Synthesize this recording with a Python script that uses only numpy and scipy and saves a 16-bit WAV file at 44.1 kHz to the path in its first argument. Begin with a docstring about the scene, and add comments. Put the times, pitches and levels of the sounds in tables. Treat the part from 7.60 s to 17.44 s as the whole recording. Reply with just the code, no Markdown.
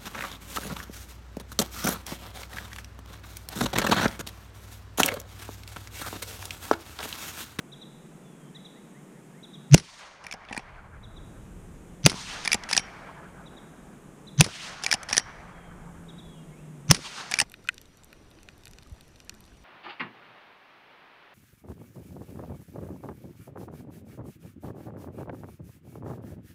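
"""Small birds call over the faint traffic hum and insect hiss of a grassy field. From about 2 s a small
lever-action rifle fires four times, just ahead of the microphone. Each shot is a low thump and a double
crack that overloads the microphone, then scatters off the grass and rolls back from the trees.
The lever is thrown open and shut, its impacts ringing steel and walnut. A breeze rises after the first
shot, a far motor slows around the fourth, and the lever opens one last time."""
import sys
import numpy as np
from scipy import signal
from scipy.fft import rfft, irfft
from scipy.io import wavfile
from scipy.ndimage import uniform_filter1d

SR = 44100
rng = np.random.default_rng(int(sys.argv[2]) if len(sys.argv) > 2 else 0)


def dump_mix(stems):
    """Bounce the given channels to the path in sys.argv[1] as a 16-bit WAV at rate SR."""
    frames = np.atleast_2d(stems).T  # one column per channel
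    limited = np.clip(frames, -1, 1)  # hard clip at full scale
    pcm = np.round(limited * 32767).astype(np.int16)
    wavfile.write(sys.argv[1], SR, pcm)


N = 433944
TIME = np.arange(N) / SR


def undb(db):
    """Decibels to amplitude ratio."""
    return 10 ** (np.asarray(db) / 20)


def unit(x):
    """Normalisation to rms 1."""
    return x / np.sqrt(np.mean(x ** 2) + 1e-20)


def clock(seconds):
    """Sample times of a short sound."""
    return np.arange(int(seconds * SR)) / SR


def add(out, start_s, x):
    """Superposition of x onto out from start_s on."""
    i = int(start_s * SR)
    out[i:i + len(x)] += x[:max(len(out) - i, 0)]


def colour(x, spectrum, size=4096):
    """Minimum-phase filtering to a (frequency_hz, level_db) outline, at unit power gain."""
    hz, db = np.transpose(spectrum)
    bin_hz = np.arange(size // 2 + 1) * SR / size
    gain = unit(undb(np.interp(np.log(bin_hz + 1), np.log(hz), db)))
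    cepstrum = irfft(np.log(gain))[:size // 2]
    cepstrum[1:] *= 2
    impulse_response = irfft(np.exp(rfft(cepstrum, size)))
    return signal.fftconvolve(x, impulse_response)[:len(x)]


def band(x, low_hz, high_hz):
    """Steep band-pass filtering."""
    edges_hz = [low_hz, min(high_hz, SR / 2 - 1)]
    return signal.sosfilt(signal.butter(3, edges_hz, "band", fs=SR, output="sos"), x)


def wander(rate_hz):
    """Slow random modulation with a spread near 1."""
    return np.interp(TIME * rate_hz, np.arange(1000), rng.standard_normal(1000))


def burst(decay_s, spectrum):
    """A transient: exponentially decaying noise, filtered to a spectrum."""
    t = clock(.2)
    return colour(rng.standard_normal(len(t)) * np.exp(-t / decay_s), spectrum)


# Spectrum of the countryside: frequency_hz, density_db
FIELD_SPECTRUM = [(60, -19), (105, -33.5), (135, 2), (180, 4), (260, -3), (400, -6.5), (600, -13.5),
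                  (1200, -18.5), (2500, -25.5), (3600, -30.5), (4400, -37.5), (6000, -32), (6600, -28),
                  (9000, -28.5), (12000, -37), (15000, -43)]

def field(level_db=-49.0):
    """Broadband noise of far traffic and insects, with slight amplitude modulation of the hum."""
    air = unit(colour(rng.standard_normal(N), FIELD_SPECTRUM))
    return undb(level_db) * (air + .15 * wander(27) * band(air, 100, 500))


def field_dip(recovery_s=1.55):
    """Gain envelope: the background sinks at each shot and creeps back, slowly at first."""
    db = 0
    for start_s, *_, dip_db in SHOT_EVENTS:
        age = (TIME - start_s) / recovery_s
        db = db + dip_db * (age > 0) * np.maximum(1 - age ** 2, 0)
    return undb(db)


# Course of a far motor: time_s, pitch_hz, level_db
MOTOR_COURSE = [(7.799, 180.4, -59.5), (8.298, 170, -49.5), (8.699, 162, -48), (9.25, 146, -50),
                (9.401, 149, -54)]

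def motor():
    """An unsteady tone whose frequency falls with the speed of rotation."""
    time_s, pitch_hz, level_db = np.transpose(MOTOR_COURSE)
    phase = 2 * np.pi * np.cumsum(np.interp(TIME, time_s, pitch_hz) + 4.0 * wander(25)) / SR
    envelope_db = np.interp(TIME, time_s, level_db, left=-120, right=-120) + 2.8 * wander(18)
    return np.sqrt(2) * np.sin(phase) * undb(envelope_db)


# Strength of the breeze: time_s, level_db
GUSTS = [(0, -67), (1.8, -83), (2.7, -62), (3.15, -50), (3.65, -44.5), (4.4, -52), (5.1, -54), (5.5, -56),
         (5.85, -55), (6.5, -61), (7.2, -60), (7.6, -51.5), (8.2, -51.5), (9.84, -66.5)]

def breeze():
    """Turbulence at the microphone: low-frequency pressure noise that follows the gusts."""
    spectrum = [(12, -17.5), (30, 3.5), (80, -4.0), (130, -6.0), (300, -31.0), (2000, -68.5)]
    rumble = unit(colour(rng.standard_normal(N), spectrum))
    return rumble * undb(np.interp(TIME, *np.transpose(GUSTS)) + 1.9 * wander(15))


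def whistle(length_s, start_hz, end_hz, waver_hz=35, flutter_db=3.0):
    """A linear glide, randomly modulated in frequency and amplitude on its long path."""
    progress = clock(length_s) / length_s
    pitch_hz = start_hz + (end_hz - start_hz) * progress + waver_hz * wander(90)[:len(progress)]
    envelope = np.sqrt(2 * np.sin(np.pi * progress)) * undb(flutter_db * wander(60)[:len(progress)])
    return envelope * np.sin(2 * np.pi * np.cumsum(pitch_hz) / SR)


# Paired chips of a nearby bird: start_s, gap_s, level_db
CHIP_PAIRS = [(0.116, .093, -46.5), (.945, .098, -47.5), (1.826, .104, -48), (3.428, 0.13, -52.5),
              (5.855, .108, -53), (6.666, .105, -48.5), (8.48, .097, -51)]
# Whistles of far birds: start_s, length_s, start_hz, end_hz, level_db
FAR_WHISTLES = [(.63, 0.14, 3550, 3330, -70), (.79, .14, 3250, 3065, -70.5), (7.88, 0.27, 3430, 3040, -71),
                (8.6, 0.21, 3510, 3190, -64), (8.739, .1, 3000, 2750, -66), (8.91, .05, 2090, 2250, -65),
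                (8.96, .07, 2255, 2940, -66.5)]

def birds(top_hz=3900, droop_hz=640, chip_s=.034, run_start_s=.935, run_step_s=.2):
    """Frequency-modulated tones: arched chips nearby, gliding whistles further off."""
    out = np.zeros(N)
    progress = clock(chip_s) / chip_s
    droop = np.interp(progress, [0, .2, .35, .48, .7, 1], [1.1, .25, -.08, .1, .7, 1.1])
    envelope = np.sqrt(2) * np.sin(np.pi * progress)
    for first_s, gap_s, level_db in CHIP_PAIRS:
        for start_s in (first_s, first_s + gap_s):
            pitch_hz = (top_hz - droop_hz * droop) * (1 + 0.01 * rng.standard_normal())
            phase = 2 * np.pi * np.cumsum(pitch_hz) / SR
            overtone = undb(-18) * np.exp(-2 * droop) * np.sin(1.5 * phase)
            add(out, start_s, undb(level_db) * envelope * (np.sin(phase) + overtone))
    for k in range(5):  # an even run of rising notes
        add(out, run_start_s + k * run_step_s, undb(-64) * whistle(.07, start_hz=1700, end_hz=2270))
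    for start_s, length_s, start_hz, end_hz, level_db in FAR_WHISTLES:
        add(out, start_s, undb(level_db) * whistle(length_s, start_hz, end_hz))
    return out


def reverberation(spectrum, rise_s, hold_s, patchy_db):
    """Diffuse scattering: half-octave noise bands build up, hold unevenly and decay at their own rates."""
    t, out = clock(2.2), 0
    hz, db, t60_s = np.transpose(spectrum)

    def patches():
        return np.interp(t * 40, np.arange(90), rng.standard_normal(90))

    for centre_hz in 125 * 2 ** (np.arange(15) / 2):
        uneven_db = patchy_db * patches() * (400 < centre_hz < 3000)
        gain = undb(np.interp(np.log(centre_hz), np.log(hz), db) + uneven_db) * np.sqrt(centre_hz)
        band_t60_s = np.interp(np.log(centre_hz), np.log(hz), t60_s)
        fade = undb(-60 * np.maximum(t - hold_s, 0) / band_t60_s)
        noise = unit(band(rng.standard_normal(len(t)), centre_hz / 2 ** .25, centre_hz * 2 ** .25))
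        out = out + gain * fade * noise
    onset = 1 / (1 + (rise_s / (t + 1e-4)) ** 6)
    return undb(patchy_db / 2 * patches()) * onset * out / np.std(out[:SR // 10])


# Scatter from grass and bushes, and from the trees: frequency_hz, density_db, t60_s
GRASS_SCATTER = [(150, -3, .6), (480, -17, .6), (850, -0.5, .9), (1800, 0, 1.0), (2980, 1.5, 0.7),
                 (5450, -1.5, 1), (6800, -5.5, .6), (10000, -15, .5), (11100, -26.5, .5),
                 (15000, -32.5, 0.11)]
TREE_SCATTER = [(147.2, -9.5, 1.5), (450, 4, 7.9), (740, 9, 4.5), (1600, 8.5, 3.04), (2300, 2, 1.9),
                (3200, -8, 1.7), (5500, -14, 1.1), (7960, -40, 0.27), (15000, -50, 0.46)]

def shot_echoes(bank_s=0.298, bank_width_s=0.066, bank_db=2.0):
    """Reflections in order of path length: a hiss from the grass, a swell off a bank, a roll from trees."""
    out = np.zeros(N)
    tree_spectrum = [row[:2] for row in TREE_SCATTER]
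    for start_s, *_, grass_db, trees_db, _ in SHOT_EVENTS:
        hiss = reverberation(GRASS_SCATTER, rise_s=0.08, hold_s=.28, patchy_db=3.3)
        swell = np.exp(-((TIME[:len(hiss)] - bank_s) / bank_width_s) ** 2)
        bank = swell * unit(colour(rng.standard_normal(len(hiss)), tree_spectrum))
        roll = reverberation(TREE_SCATTER, rise_s=0.32, hold_s=0.9, patchy_db=2.55)
        add(out, start_s, undb(grass_db) * hiss + undb(trees_db) * (undb(bank_db) * bank + roll))
    return out


def grass_echo(source):
    """Convolution with the unit-energy impulse response of the field."""
    response = reverberation(GRASS_SCATTER, rise_s=0.011, hold_s=.03, patchy_db=-0.5)
    response /= np.sqrt(np.sum(response ** 2))
    return signal.fftconvolve(source, response)[:N]


def duck(near, knee_db=-24.5, release_s=0.17):
    """Gain compression: the smoothed power of near blows pushes the far sounds down for a moment."""
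    pole = np.exp(-1 / (release_s * SR))
    power = signal.lfilter([1 - pole], [1, -pole], near ** 2)
    return 1 / np.sqrt(1 + power / undb(knee_db) ** 2)


def impact(modes, rattle_s, scatter_db=6.5, detune=0.019):
    """Modal excitation: a rattling contact drives damped resonances; rms 1 over the first 5 ms."""
    t = clock(.15)
    hz, db, t60_s = modes.T[:, :, None]
    level_draw, pitch_draw = rng.standard_normal((2, len(modes), 1))
    envelopes = undb(db + scatter_db * level_draw - 60 * t / t60_s)
    phases = 2 * np.pi * hz * (1 + detune * pitch_draw) * t + rng.uniform(0, 2 * np.pi, hz.shape)
    response = (envelopes * np.sin(phases)).sum(0)
    contact = rng.standard_normal(len(t)) * np.exp(-t / rattle_s)
    struck = band(signal.fftconvolve(contact, response)[:len(t)], hz.min() * 0.29, hz.max() * 0.88)
    return struck / np.sqrt(np.mean(struck[:SR // 200] ** 2))


# Modes of the walnut stock (4 rows), receiver (6) and small steel parts: pitch_hz, level_db, t60_s
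RIFLE_MODES = [(205, -6, 0.022), (464, -15.5, 0.0067), (805, 4, 0.018), (1173, -8, 0.01),
               (1765, 1.5, 0.012), (1960, -6, 0.022), (2335, -3, 0.018), (2640, -6, 0.015),
               (2864, -0.5, 0.0084), (3470, 2.5, 0.0075), (4490, -10.5, 0.0063), (4560, -12.5, 0.012),
               (5080, 8.5, 0.0058), (5550, 5.5, 0.0073), (6020, -4.5, 0.0061), (6470, -8.5, 0.007),
               (7100, -6.5, 0.0076), (8320, -8, 0.0098), (9520, -9, 0.013), (10260, -5, 0.0085),
               (13460, -31, .01)]
# Dry snap of steel on steel: frequency_hz, density_db
SNAP_SPECTRUM = [(1000, -24.5), (2800, 6.5), (5500, 14.5), (7500, 3), (10300, 4), (11800, -26),
                 (14000, -14.5), (16000, -19)]

def clatter(stage, start_s, level_db, bright_db, snap_db=2.0, stock_per_bright=-0.54):
    """Impact sound: each blow rings receiver, small parts and stock; a duller stroke favours the stock."""
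    out = np.zeros(N)
    stock, receiver, steel = np.split(np.array(RIFLE_MODES), [4, 10])
    for delay_s, receiver_db, steel_db, stock_db, rattle_s in stage:
        small_parts = impact(steel, rattle_s)
        add(small_parts, 0, undb(snap_db) * burst(rattle_s, SNAP_SPECTRUM))
        wood = undb(stock_db + stock_per_bright * bright_db) * impact(stock, rattle_s)
        blow = impact(receiver, rattle_s) + wood + undb(steel_db + bright_db) * small_parts
        add(out, start_s + delay_s, undb(level_db + receiver_db) * blow)
    return out


def ring(modes):
    """Free vibration of steel: damped sinusoids that outlast a blow."""
    t = clock(.3)
    return np.sqrt(2) * sum(undb(db - 60 * t / t60) * np.sin(2 * np.pi * hz * t) for hz, db, t60 in modes)


# Scrape of the bolt, also the colour of a shot's close reflections: frequency_hz, density_db
SCRAPE_SPECTRUM = [(300, -15), (900, -5), (2200, 0), (3700, -3.5), (5400, 3), (7500, -11.5), (10200, -6),
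                   (11500, -27.5), (15000, -34)]

def friction(roughness_db=6.9, grain_samples=64):
    """Sliding friction: noise whose level jumps from grain to grain."""
    noise = rng.standard_normal(N)
    grains = np.repeat(rng.standard_normal(N // grain_samples + 1), grain_samples)[:N]
    return unit(colour(noise * undb(roughness_db * grains), SCRAPE_SPECTRUM))


def bolt_travel(first_s, last_s, lead_s=.038, run_on_s=.027):
    """A smoothed gate, open while the bolt slides from just before one blow to just after another."""
    moving = (TIME > first_s - lead_s) & (TIME < last_s + run_on_s)
    return uniform_filter1d(moving.astype(float), size=400)


# Blows in each stage of a stroke, steel and stock relative to the receiver:
# delay_s, receiver_db, steel_db, stock_db, rattle_s
UNLOCK_BLOWS = [(-.0265, -34.5, 4, -5.5, .0035), (-.02, -30, -4.5, -9, .003), (0, -26.5, 3, -13.5, .0015),
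                (.0155, -39.5, -6.5, -8, .003), (.027, -40, -9.5, -13.5, .0012)]
THROW_BLOWS = [(-.0125, -27, 5, -26.5, .0015), (-.007, -39.5, 10.5, -11.5, .002),
               (0, -17.5, 0.5, -20, .0018), (0.0134, -31, 9, 0.5, .0008), (0.0159, -31, 0, 2.5, .0038)]
TAKE_UP_BLOWS = [(0, -41, 2, -12, .002)]
FEED_BLOWS = [(-.04, -33.5, -6.5, -22.5, .003), (-.029, -37, -6, -7, .0026), (-.0175, -35, -7, 5, .004),
              (0, -22.5, -1, -11.5, .0036), (.003, -28, 3.5, -16, .0013), (.02, -30.5, -6, -4, .0013)]
LOCK_BLOWS = [(-.011, -22, 0, -10, .003), (0, -18.5, 5, -8, 0.0014), (.0175, -33, -2.5, -3.5, .0017)]
# Modes of the lever loop and of the bolt: pitch_hz, level_db, t60_s
LOOP_MODES = [(2340, -15.5, 0.02)]
BOLT_MODES = [(3100, -46, 0.22), (5620, -38, 0.2), (5800, -46, .12), (6050, -46.5, 0.14), (9300, -49, .08)]
# Lever thrown open, quieter the first time: stop_s, unlock_lead_s, level_db, bright_db
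OPENING_STROKES = [(2.7248, .0583, -16, -5), (4.9303, 0.054, -0.5, -1), (7.3261, .0626, -1, 0.5),
                   (9.8006, 0.061, -0.5, 0)]
# Lever pulled shut, quieter the first time: lock_s, feed_lead_s, slack_lead_s, level_db, bright_db
CLOSING_STROKES = [(2.9764, 0.05, .126, -11.5, -10.5), (5.177, 0.048, .1404, -1, 1),
                   (7.5789, .051, .1478, -2.5, 1.5)]

def lever(slide_back_db=-44, slide_home_db=-37.5):
    """Impact and friction: the bolt unlocks and slides to its stop, then feeds a cartridge and locks."""
    out = np.zeros(N)
    scrape = friction()
    for stop_s, unlock_lead_s, level_db, bright_db in OPENING_STROKES:
        unlock_s, eject_s = stop_s - unlock_lead_s, stop_s + THROW_BLOWS[0][0]
        out += clatter(UNLOCK_BLOWS, unlock_s, level_db, bright_db)
        out += clatter(THROW_BLOWS, stop_s, level_db, bright_db)
        out += scrape * bolt_travel(unlock_s, stop_s) * undb(slide_back_db + level_db + bright_db)
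        for start_s in (unlock_s, eject_s):
            add(out, start_s, undb(level_db) * ring(LOOP_MODES))
    for lock_s, feed_lead_s, slack_lead_s, level_db, bright_db in CLOSING_STROKES:
        for stage, lead_s in ((TAKE_UP_BLOWS, slack_lead_s), (FEED_BLOWS, feed_lead_s), (LOCK_BLOWS, 0)):
            out += clatter(stage, lock_s - lead_s, level_db, bright_db)
        steel_gain = undb(level_db + bright_db)
        out += scrape * bolt_travel(lock_s - feed_lead_s, lock_s) * undb(slide_home_db) * steel_gain
        add(out, lock_s, steel_gain * ring(BOLT_MODES))
    return out


def thump(swell_s, blast_db, swell_hz=141, decay_hz=175, decay_s=0.0062, crest_s=0.0019, push_s=0.00054):
    """A low oscillation swells and decays around a blast wave; the shot falls 0.1 s in."""
    t = clock(.2) - .1
    since_s = t - crest_s
    envelope = np.where(since_s < 0, np.exp(-(since_s / swell_s) ** 2), np.exp(-since_s / decay_s))
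    body = envelope * np.cos(2 * np.pi * since_s * np.where(since_s < 0, swell_hz, decay_hz))
    body *= 1 - 0.55 * np.exp(-((t - .0012) / 0.0019) ** 2)  # the swell breaks as the crack hits
    front = (t - .0036) / push_s
    blast = -front * np.exp(-front ** 2)  # overpressure, then suction
    after_s = np.maximum(t, 0)
    sub_bass = np.exp(-after_s / 0.0056) * np.sin(2 * np.pi * 52 * after_s)
    return body + undb(blast_db) * blast + undb(-7.0) * sub_bass


# Spectrum of the crack: frequency_hz, density_db
CRACK_SPECTRUM = [(150, -21), (400, -4), (2800, 4), (3900, -1.5), (5000, 2.5), (6200, 4), (7000, -0.5),
                  (8300, -7.5), (9700, 1.5), (11500, -17.5), (15000, -33)]

def double_crack(level_db, gap_s=0.0035):
    """Two broadband pressure transients in quick succession."""
    crack = np.zeros(SR // 4)
    add(crack, 0, burst(.0012, CRACK_SPECTRUM))
    add(crack, gap_s, burst(.0007, CRACK_SPECTRUM))
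    return crack * undb(level_db)


# Close reflections, relative to the crack: delay_s, level_db, decay_s
CLOSE_SLAPS = [(.003, -34, 0.034), (.035, -24, 0.0063), (.055, -33.5, .004)]
# Dull ground reflections, relative to knock_db: delay_s, level_db
GROUND_KNOCKS = [(.010, 5), (0.056, -2), (.066, -4), (.08, -5)]
# Their spectrum: frequency_hz, density_db
KNOCK_SPECTRUM = [(60, -7.5), (200, 1.5), (600, -9), (1500, -15.5), (3000, -25.5), (9000, -46.5)]
# The shots, blast relative to thump:
# start_s, crack_db, thump_db, swell_s, blast_db, knock_db, grass_db, trees_db, dip_db
SHOT_EVENTS = [(2.1432, -1.5, -0.5, .020, 6.5, -42, -50, -51, -18),
               (4.4619, 2, -8.5, .013, 8, -22.5, -38, -44, -2),
               (6.8079, 1, -6.5, .017, -16, -26.5, -42, -46, -5),
               (9.311, 1.5, -8, .014, 4, -32, -41, -46.5, -4)]

def shots(stutter_s=0.01, stutter_db=-10.5, reference_swell_s=.015, rumble_db=-31):
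    """Superposed transients: a low swell and ticks lead into the crack, then slaps, knocks and rumble."""
    out = np.zeros(N)
    rumble_spectrum = [(30, -6), (90, -3), (170, 0), (400, -6), (1500, -36), (8000, -70)]
    for start_s, crack_db, thump_db, swell_s, blast_db, knock_db, *_ in SHOT_EVENTS:
        add(out, start_s, double_crack(crack_db))
        for k in range(1, 4):  # weak ticks run ahead of the crack, stronger with a longer swell
            tick = double_crack(crack_db + k * stutter_db * reference_swell_s / swell_s)
            add(out, start_s - k * stutter_s, .4 * band(tick, 900, 6400) + 1.3 * band(tick, 5880, 6260))
        add(out, start_s - .1, thump(swell_s, blast_db) * undb(thump_db))
        for delay_s, level_db, decay_s in CLOSE_SLAPS:
            add(out, start_s + delay_s, burst(decay_s, SCRAPE_SPECTRUM) * undb(crack_db + level_db))
        for delay_s, level_db in GROUND_KNOCKS:
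            add(out, start_s + delay_s, burst(.003, KNOCK_SPECTRUM) * undb(knock_db + level_db))
        add(out, start_s, burst(.035, rumble_spectrum) * undb(rumble_db))
    return out


def scene():
    """Superposition of near and far sources; lever and birds also return faintly from the field."""
    action, song = lever(), birds()
    echo = grass_echo(undb(-36.0) * action + undb(-12.5) * song)
    far = duck(action) * (shot_echoes() + echo + field_dip() * field()) + song + motor()
    return (shots() + action + far + breeze())[None]


def record(dry, ceiling=.95, cutoff_hz=15400):
    """Hard clipping as the shots overload the microphone, then a steep low-pass."""
    low_pass = signal.ellip(8, .2, 60, cutoff_hz, fs=SR, output="sos")
    return signal.sosfilt(low_pass, np.clip(dry, -ceiling, ceiling))


dry = scene()
out = record(dry)
dump_mix(out)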